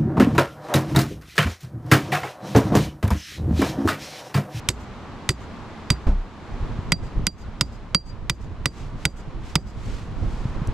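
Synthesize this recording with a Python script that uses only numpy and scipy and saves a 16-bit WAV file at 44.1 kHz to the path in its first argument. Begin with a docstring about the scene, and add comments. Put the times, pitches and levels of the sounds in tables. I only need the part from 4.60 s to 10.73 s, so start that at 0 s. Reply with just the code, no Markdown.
"""Over a distant hissing roar (shaped noise) and nearly calm air, a steel hammer drives a tent peg into turf close by.
Eleven blows, from 0.09 to 4.96 s: noisy clack, sine rings, soil thud, a rattle; faint echo clusters answer.
At 1.47 s something bumps the microphone (low modes and a scuff); from 1.88 s a lumpy noise breeze sets in,
with gusts and sine buffets; from about 4.2 s a sleeve swishes in noise swells; at 6.07 s a stalk snaps (noise tick).
The recorder's limiter ducks everything, background included, whenever the sound peaks above its ceiling."""
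import sys
import numpy as np
from scipy import signal
from scipy.fft import rfft, irfft
from scipy.io import wavfile
from scipy.ndimage import uniform_filter1d, minimum_filter1d

SR = 44100
rng = np.random.default_rng(int(sys.argv[2]) if len(sys.argv) > 2 else 0)


def store_wav(level_fs):
    """Save 16-bit WAV to argv[1]."""
    pcm = np.round(np.clip(np.atleast_2d(level_fs), -1, 1) * 32767)
    wavfile.write(sys.argv[1], SR, pcm.T.astype(np.int16))


N = 270333
TIME = np.arange(N) / SR


def from_db(db):
    """Decibels to gain."""
    return 10 ** (np.asarray(db) / 20)


def rms_one(x):
    """Scale to rms 1."""
    return x / np.sqrt(np.mean(x ** 2) + 1e-20)


def clock(length_s_divisor):
    """Time axis in seconds, lasting one second over the divisor."""
    return np.arange(SR // length_s_divisor) / SR


def sine(hz, t):
    """Pure tone that starts at a zero crossing."""
    return np.sin(2 * np.pi * hz * t)


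def dying(t, t60):
    """Exponential decay, 60 dB down at t60."""
    return np.exp(-np.log(1000) * t / t60)


def rising(t, t60):
    """Soft onset: the gap to full strength closes by 60 dB at t60."""
    return 1 - dying(t, t60)


def held(t, hold_s, t60):
    """Full strength for a while, then an exponential decay."""
    return dying(np.maximum(t - hold_s, 0), t60)


def swells(rows):
    """Summed power of smooth swells (crest, level, length); the length is taken at half power."""
    return sum(from_db(db) ** 2 * .5 ** ((2 * (TIME - s) / length) ** 2) for s, db, length in rows)


def flutter(rate_hz):
    """Slow random wander of spread 1, with rate_hz new targets a second."""
    knots = rng.standard_normal(1000)
    return rms_one(np.interp(TIME * rate_hz, np.arange(len(knots)), knots))


def at_hz(points, size):
    """A (frequency, value) table read at the FFT bins of a sound of this size."""
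    hz, value = np.transpose(points)
    bins_hz = np.fft.rfftfreq(size, 1 / SR)
    return np.interp(np.log(bins_hz + 1), np.log(hz), value)


def noise(colour, size, side_db):
    """Stereo noise of a given spectrum, mostly alike in both channels; rms 1."""
    white = rng.standard_normal((2, size))
    mid, side = irfft(rfft(white) * from_db(at_hz(colour, size)), size)
    return rms_one(mid + from_db(side_db) * side * [[1], [-1]])


def coloured(x, colour):
    """Causal (minimum-phase) filter with the gain of a (frequency, level) table."""
    size = len(x)
    cepstrum = irfft(np.log(from_db(at_hz(colour, size))), size)
    # folding the cepstrum puts the energy as early as possible
    cepstrum[1:size // 2] *= 2
    cepstrum[size // 2:] = 0
    return irfft(rfft(x) * np.exp(rfft(cepstrum)), size)


def butter(x, hz, kind, order=2):
    """Causal Butterworth filter."""
    return signal.sosfilt(signal.butter(order, hz, kind, fs=SR, output="sos"), x)


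def panned(x, pan_db):
    """Left louder than right by pan_db."""
    return x * from_db(pan_db * np.array([[.5], [-.5]]))


def add(out, s, sound):
    """Mix a sound in at a time."""
    at = round(s * SR)
    out[..., at:at + sound.shape[-1]] += sound[..., :N - at]


# Hammer blows; where the head lands decides which rings speak:
# (time [s], clack level [dB], treble tilt [dB per octave], low ring [dB re clack], middle ring [dB re clack],
#  peg ring before its onset [dB], soil thud before its onset [dB], soil pitch [Hz], rattle at its start [dB])
BLOWS = [(0.0877, -8, 3.8, -22, -9.5, -23.5, -8.5, 115, -19),
         (0.691, -9, 2.5, -0.5, -48, -13, 2, 113.6, -17.5),
         (1.303, -16.5, 1.8, -12.5, -27, -14.5, -4.5, 127.3, -28.5),
         (2.3203, -6.5, 0.5, 2, -9.5, -4, 1.5, 173.3, -66),
         (2.6680, -5.5, 2.5, -17.5, -9, -3.5, 1, 187, -34),
         (3.0101, -8.5, 1.3, -26, 4.5, -15.5, -4, 136, -41),
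         (3.3472, -4.5, -0.2, -15.5, -28, 6, 3.5, 174, -51.5),
         (3.6973, -8.5, 1.5, 1, -5.5, -17, -3, 138, -36.5), (4.0573, -8.5, 0.5, 2, -22, -12, 0.5, 132, -30),
         (4.4532, -3.5, 1.1, -4, -14, -10, 5, 138, -37),
         (4.9552, -5, -0.8, -2.5, 4.5, -14.5, 5.5, 152.2, -46)]
SOIL_LAG_S, REBOUND_S = 0.0028, 0.013   # the soil springs back, then the head rebounds and the peg rattles


def hammering():
    """Every blow: the clack, the peg ringing on, the soil springing back, and a rattle while the peg is still loose."""
    out, t = np.zeros(N), clock(3)
    for s, clack_db, tilt_db, low_db, middle_db, ring_db, thud_db, soil_hz, rattle_db in BLOWS:
        steel = from_db(clack_db) * clack(t, tilt_db, [low_db, middle_db])
        add(out, s, steel + from_db(ring_db) * peg_ring(t) + turf_boom(t))
        add(out, s + SOIL_LAG_S, from_db(thud_db) * soil_thud(t, soil_hz))
        add(out, s + REBOUND_S, from_db(rattle_db) * rattle(t))
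    return out


# Spectrum of the steel chatter, before the tilt of each blow: (frequency [Hz], relative level [dB per Hz])
CHATTER_COLOUR = [(300, -35), (560, 6.5), (760, -3.5), (1000, 9.5), (1450, 10.5), (1650, 1.5), (2100, 11.5),
                  (2750, 6), (3600, 9.5), (4400, 1.5), (6000, 1), (8300, -0.5), (9200, -10), (11000, -10.5),
                  (14000, -19)]
# Low and middle ring of hammer head and hook: (frequency [Hz])
CLACK_HZ = [1990, 4930]
# Further short rings of hammer head and hook, with the same levels re clack on every blow:
# (frequency [Hz], level [dB re clack])
CLINKS = [(2290, -13.5), (5800, -14), (7895, -5.5), (9870, -13.5), (13000, -32)]
CONTACT_S, CHATTER_T60_S = 0.00078, 0.019   # full chatter while the head presses on the peg, then it stops fast
GRIT_DB, GRIT_T60_S = -37.5, 0.11   # a faint tail of grit, relative to the full chatter
SECOND_TOUCH_S = (0.0014, 0.0039)   # the peg kicks back against the head somewhere in this range
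CLACK_T60_S = 0.023


def clack(t, tilt_db, rings_db, crack_db=13, second_db=12):
    """Steel meets steel: a hard contact and a second touch amid a few ms of dense chatter, and a few short rings."""
    chatter = held(t, CONTACT_S, CHATTER_T60_S) + from_db(GRIT_DB) * dying(t, GRIT_T60_S)
    force = rng.standard_normal(len(t)) * chatter
    force[0] -= from_db(crack_db)
    force[int(rng.uniform(*SECOND_TOUCH_S) * SR)] -= from_db(second_db)
    # each contact is brief, so the force is spread evenly over all pitches
    spectrum = rfft(force)
    smooth_power = uniform_filter1d(np.abs(spectrum) ** 2, size=241)
    # only the first half is kept: the flattening can wrap round to the end
    force = irfft(spectrum / np.sqrt(smooth_power), len(t)) * (t < t[-1] / 2)
    tilted = [(hz, db + tilt_db * np.log2(hz / 4000)) for hz, db in CHATTER_COLOUR]
    body = coloured(force, tilted)
    ring_rows = [*zip(CLACK_HZ, rings_db), *CLINKS]
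    rings = sum(from_db(db) * sine(hz, t) for hz, db in ring_rows)
    # the first 5 ms of the body set its level
    return body / np.std(body[:SR // 200]) + rings * dying(t, CLACK_T60_S)


def peg_ring(t, peg_hz=4761, t60=0.076, onset_t60=0.0055):
    """The peg's main ring: one mode that speaks softly and dies away."""
    return sine(peg_hz, t) * dying(t, t60) * rising(t, onset_t60)


def soil_thud(t, soil_hz, soil_t60=0.05, onset_t60=0.013, earth_db=-16, earth_t60=0.13):
    """The soil springs back as a short low swing, with a dull grain of earth in low noise."""
    swing = sine(soil_hz, t) * dying(t, soil_t60) * rising(t, onset_t60)
    grain = rms_one(butter(rng.standard_normal(len(t)), [45, 240], "band"))
    return swing + from_db(earth_db) * grain * dying(t, earth_t60)


def turf_boom(t, level_db=-21, boom_hz=59.36, t60=0.41):
    """The slow boom of the turf: one low mode, equally strong on every blow."""
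    return from_db(level_db) * sine(boom_hz, t) * dying(t, t60)


# Spectrum of the peg's rattle: (frequency [Hz], relative level [dB per Hz])
RATTLE_COLOUR = [(200, 7), (380, 23), (700, -0.5), (1500, -1.5), (5000, -1), (7000, -2), (7900, 5),
                 (9000, -8.5), (13000, -15), (15000, -36)]


def rattle(t, t60=0.064):
    """The loose peg rattles after the rebound: a dying burst of coloured noise."""
    return rms_one(coloured(rng.standard_normal(len(t)), RATTLE_COLOUR)) * dying(t, t60)


# Level difference of the blows between the ports: (frequency [Hz], left minus right [dB])
BLOW_BALANCE = [(100, -1), (1000, -3.5), (3000, -3), (6000, -5), (8000, -1.5), (11000, 2), (14000, -2)]
# Phase difference of the blows between the ports: (frequency [Hz], left lead [rad])
BLOW_PHASE = [(100, -.05), (1500, -.35), (3400, -.9), (5500, -.5), (7000, .15), (11800, 0), (12300, 1.8),
              (13000, 6.28)]


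def two_ports(x):
    """The peg stands to the right: over most of the range the left port hears it later and softer."""
    # each port takes half of the difference, in opposite directions
    half = from_db(at_hz(BLOW_BALANCE, N) / 2) * np.exp(.5j * at_hz(BLOW_PHASE, N))
    return irfft(rfft(x) * np.array([half, 1 / half]), N)


# Spectrum of the echo: (frequency [Hz], relative level [dB])
ECHO_COLOUR = [(300, -2.5), (2000, -3.5), (4000, -7), (4760, 0), (5500, 1), (6600, 7.5), (8300, -1),
               (9500, -6.5), (13000, 4)]
# Scatter from the tent, the nearby ground and two far rows of trees:
# (delay of the crest [s], relative level [dB], decay t60 [s])
REFLECTORS = [(0.013, 4.5, 0.2), (.046, -5.5, 0.11), (.118, -5, .17), (0.147, -9, 0.051)]
ECHO_BUILD_SHARE = 0.54   # each cluster builds up by 60 dB over this share of its delay


def field_echo(x, level_db=-31.5):
    """Faint bright scatter: each reflector returns a cluster that builds up and dies away."""
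    t = clock(3)
    clusters = np.zeros(len(t))
    for delay, db, t60 in REFLECTORS:
        build = dying(np.maximum(delay - t, 0), ECHO_BUILD_SHARE * delay)
        clusters += from_db(db) * held(t, delay, t60) * build
    response = noise(ECHO_COLOUR, len(t), side_db=-2.5) * clusters
    response = from_db(level_db) * rms_one(response) / np.sqrt(len(t))
    return signal.fftconvolve(x[None], response, axes=1)[:, :N]


# Wobble of the microphone's mount, each mode before the shared onset and swing envelope:
# (frequency [Hz], level [dB], decay t60 [s])
BUMP_MODES = [(31.2, -10.5, 0.41), (64, -12, 0.23), (95, -25.5, 0.33), (196.3, -27, 0.32)]
# Spectrum of the scuff: (frequency [Hz], relative level [dB per Hz])
BUMP_COLOUR = [(40, 0.5), (230, -7), (420, -14), (950, -16), (1800, -31.5), (5000, -43.5), (9000, -52),
               (14000, -71)]
BUMP_S = 1.4665
# the wobble fades slowly at first, then faster as friction stops it
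BUMP_FREE_S, BUMP_STOP_T60_S, BUMP_SUSTAIN_DB = 0.14, 0.39, 10.5


def bump(scuff_db=-19, scuff_t60=0.24, scuff_onset_t60=0.012, onset_t60=0.023):
    """A dull knock on the microphone's mount, which wobbles on for a few cycles."""
    out, t = np.zeros((2, N)), clock(2)
    wobble = sum(from_db(db) * sine(hz, t) * dying(t, t60) for hz, db, t60 in BUMP_MODES)
    # this gain offsets part of the modes' own decay
    sustain = from_db(BUMP_SUSTAIN_DB * np.minimum(t / BUMP_FREE_S, 1))
    swing = sustain * held(t, BUMP_FREE_S, BUMP_STOP_T60_S)
    scuff = from_db(scuff_db) * noise(BUMP_COLOUR, len(t), side_db=-12.0) * dying(t, scuff_t60)
    add(out, BUMP_S, wobble * swing * rising(t, onset_t60) + scuff * rising(t, scuff_onset_t60))
    return out


# Single low buffets on the microphone: (time [s], level before decay and onset [dB], frequency [Hz])
BUFFETS = [(2.03, -8, 38), (2.188, -11.5, 87), (2.595, -13, 109), (2.639, -11, 59), (5.675, -17, 64.5),
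           (5.854, -7, 125), (6.017, -11, 150)]


def buffets(t60=0.036, onset_t60=0.0063):
    """Each eddy that hits the ports is a soft push with a few quickly dying swings after it."""
    out, t = np.zeros(N), clock(5)
    for s, db, hz in BUFFETS:
        add(out, s, from_db(db) * sine(hz, t) * dying(t, t60) * rising(t, onset_t60))
    return out


# Spectrum of the wind on the ports: (frequency [Hz], relative level [dB per Hz])
WIND_COLOUR = [(15, -4.5), (30, 5.5), (60, -1.5), (110, -3.5), (200, -14.5), (400, -23), (1000, -38),
               (4000, -108)]
# Gusts on top of the breeze: (time of the crest [s], level [dB], length [s])
GUSTS = [(2.05, -27.5, 0.14), (2.36, -26.5, 0.17), (2.61, -22, 0.037), (5.4, -31, .3), (5.9, -25, 0.48)]
# calm at first, then a steady breeze sets in
CALM_DB, BREEZE_DB, BREEZE_START_S, BREEZE_RISE_S = -45, -34.5, 1.88, 0.048


def wind(lumps_db=3.5, pan_db=-2.5):
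    """Lumpy wind at the ports: calm, then a breeze with a few gusts."""
    breeze = from_db(BREEZE_DB) * np.clip((TIME - BREEZE_START_S) / BREEZE_RISE_S, 0, 1)
    strength = np.sqrt(from_db(CALM_DB) ** 2 + breeze ** 2 + swells(GUSTS))
    lumpy = rms_one(noise(WIND_COLOUR, N, side_db=-8) * from_db(lumps_db * flutter(35)))
    return panned(strength * lumpy, pan_db)


# The sleeve swishes as the arm moves: (time of the crest [s], level before the rub [dB], length [s])
SWISHES = [(4.19, -49.5, 0.11), (4.42, -50, 0.046), (4.89, -48, 0.073), (5.32, -46.5, 0.16),
           (5.76, -51, 0.23)]
# Spectrum of the cloth: (frequency [Hz], relative level [dB per Hz])
SWISH_COLOUR = [(500, 9), (2000, 8.5), (4000, 5), (7600, -0.5), (8800, -8), (12000, -15), (15000, -30)]


def sleeve(rub_db=1, pan_db=-1):
    """Cloth slides on cloth: one slightly uneven swell for each move of the arm."""
    cloth = noise(SWISH_COLOUR, N, side_db=-6) * from_db(rub_db * flutter(130))
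    return panned(np.sqrt(swells(SWISHES)) * cloth, pan_db)


def stalk(snap_s=6.073, level_db=-32):
    """A dry stalk snaps: one tiny bright tick of dying noise, its level set ahead of the band filter."""
    out, t = np.zeros(N), clock(20)
    snap = butter(rng.standard_normal(len(t)) * dying(t, 0.015), [5000, 10000], "band")
    add(out, snap_s, from_db(level_db) * snap)
    return out


# Level of the distant roar, which its hiss follows: (time [s], level [dB])
DISTANCE_LEVEL = [(0, -38.5), (1.25, -37.5), (1.7, -41.5), (2.0, -36.5), (2.3, -38), (2.8, -41.5),
                  (3.6, -45), (4.5, -41.5), (5.1, -43.5), (6.13, -36.5)]
# Spectrum of the roar: (frequency [Hz], relative level [dB per Hz])
ROAR_COLOUR = [(47, -30), (80, 10), (114, 1), (141, 4.5), (180, 2.5), (224, 5), (255, 3), (285, 0),
               (574, -6.5), (1080, -5), (1910, -16), (4310, -29.5), (10100, -81), (13400, -66),
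               (15000, -70.5)]
# Spectrum of the hiss: (frequency [Hz], relative level [dB per Hz])
HISS_COLOUR = [(500, -8), (2000, 9.5), (4000, 5), (7600, -5.5), (8800, -12.5), (12000, -20), (15000, -37.5)]


def distance(hiss_db=-15.5):
    """A smooth far roar with a soft hiss above it; both rise and fall together."""
    level = from_db(np.interp(TIME, *np.transpose(DISTANCE_LEVEL)))
    roar = noise(ROAR_COLOUR, N, side_db=-12)
    hiss = from_db(hiss_db) * noise(HISS_COLOUR, N, side_db=-3.5)
    return level * (roar + hiss)


def scene():
    """Blows and their echo over the open field, with bump, wind, cloth, stalk and distance."""
    blows = hammering()
    hammer = two_ports(blows) + field_echo(blows)
    return hammer + bump() + buffets() + wind() + sleeve() + stalk() + distance()


def limiter(x, ceiling_db=-2.5, hold_s=0.04, release_db_per_s=125):
    """The gain drops within a millisecond around a peak, holds, then climbs back; what still sticks out is clipped."""
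    peak_db = 20 * np.log10(np.abs(x).max(axis=0) + 1e-9)
    over = np.maximum(peak_db - ceiling_db, 0)
    hold = 2 * int(hold_s * SR / 2) + 1
    over = -minimum_filter1d(-over, size=hold, origin=hold // 2)   # running maximum of the recent past
    release = release_db_per_s * TIME
    cut = np.maximum.accumulate(over + release) - release
    cut = uniform_filter1d(-minimum_filter1d(-cut, size=25), size=45)   # looks a little ahead
    return np.clip(x * from_db(-cut), -.93, .93)


def record(dry, mic_top_hz=13600, cutoff_hz=16800):
    """The microphone loses the highest treble, the limiter catches the peaks, the top is cut."""
    limited = limiter(butter(dry, mic_top_hz, "low", order=8))
    return signal.sosfilt(signal.cheby2(14, 70, cutoff_hz, fs=SR, output="sos"), limited)


dry = scene()
out = record(dry)
store_wav(out)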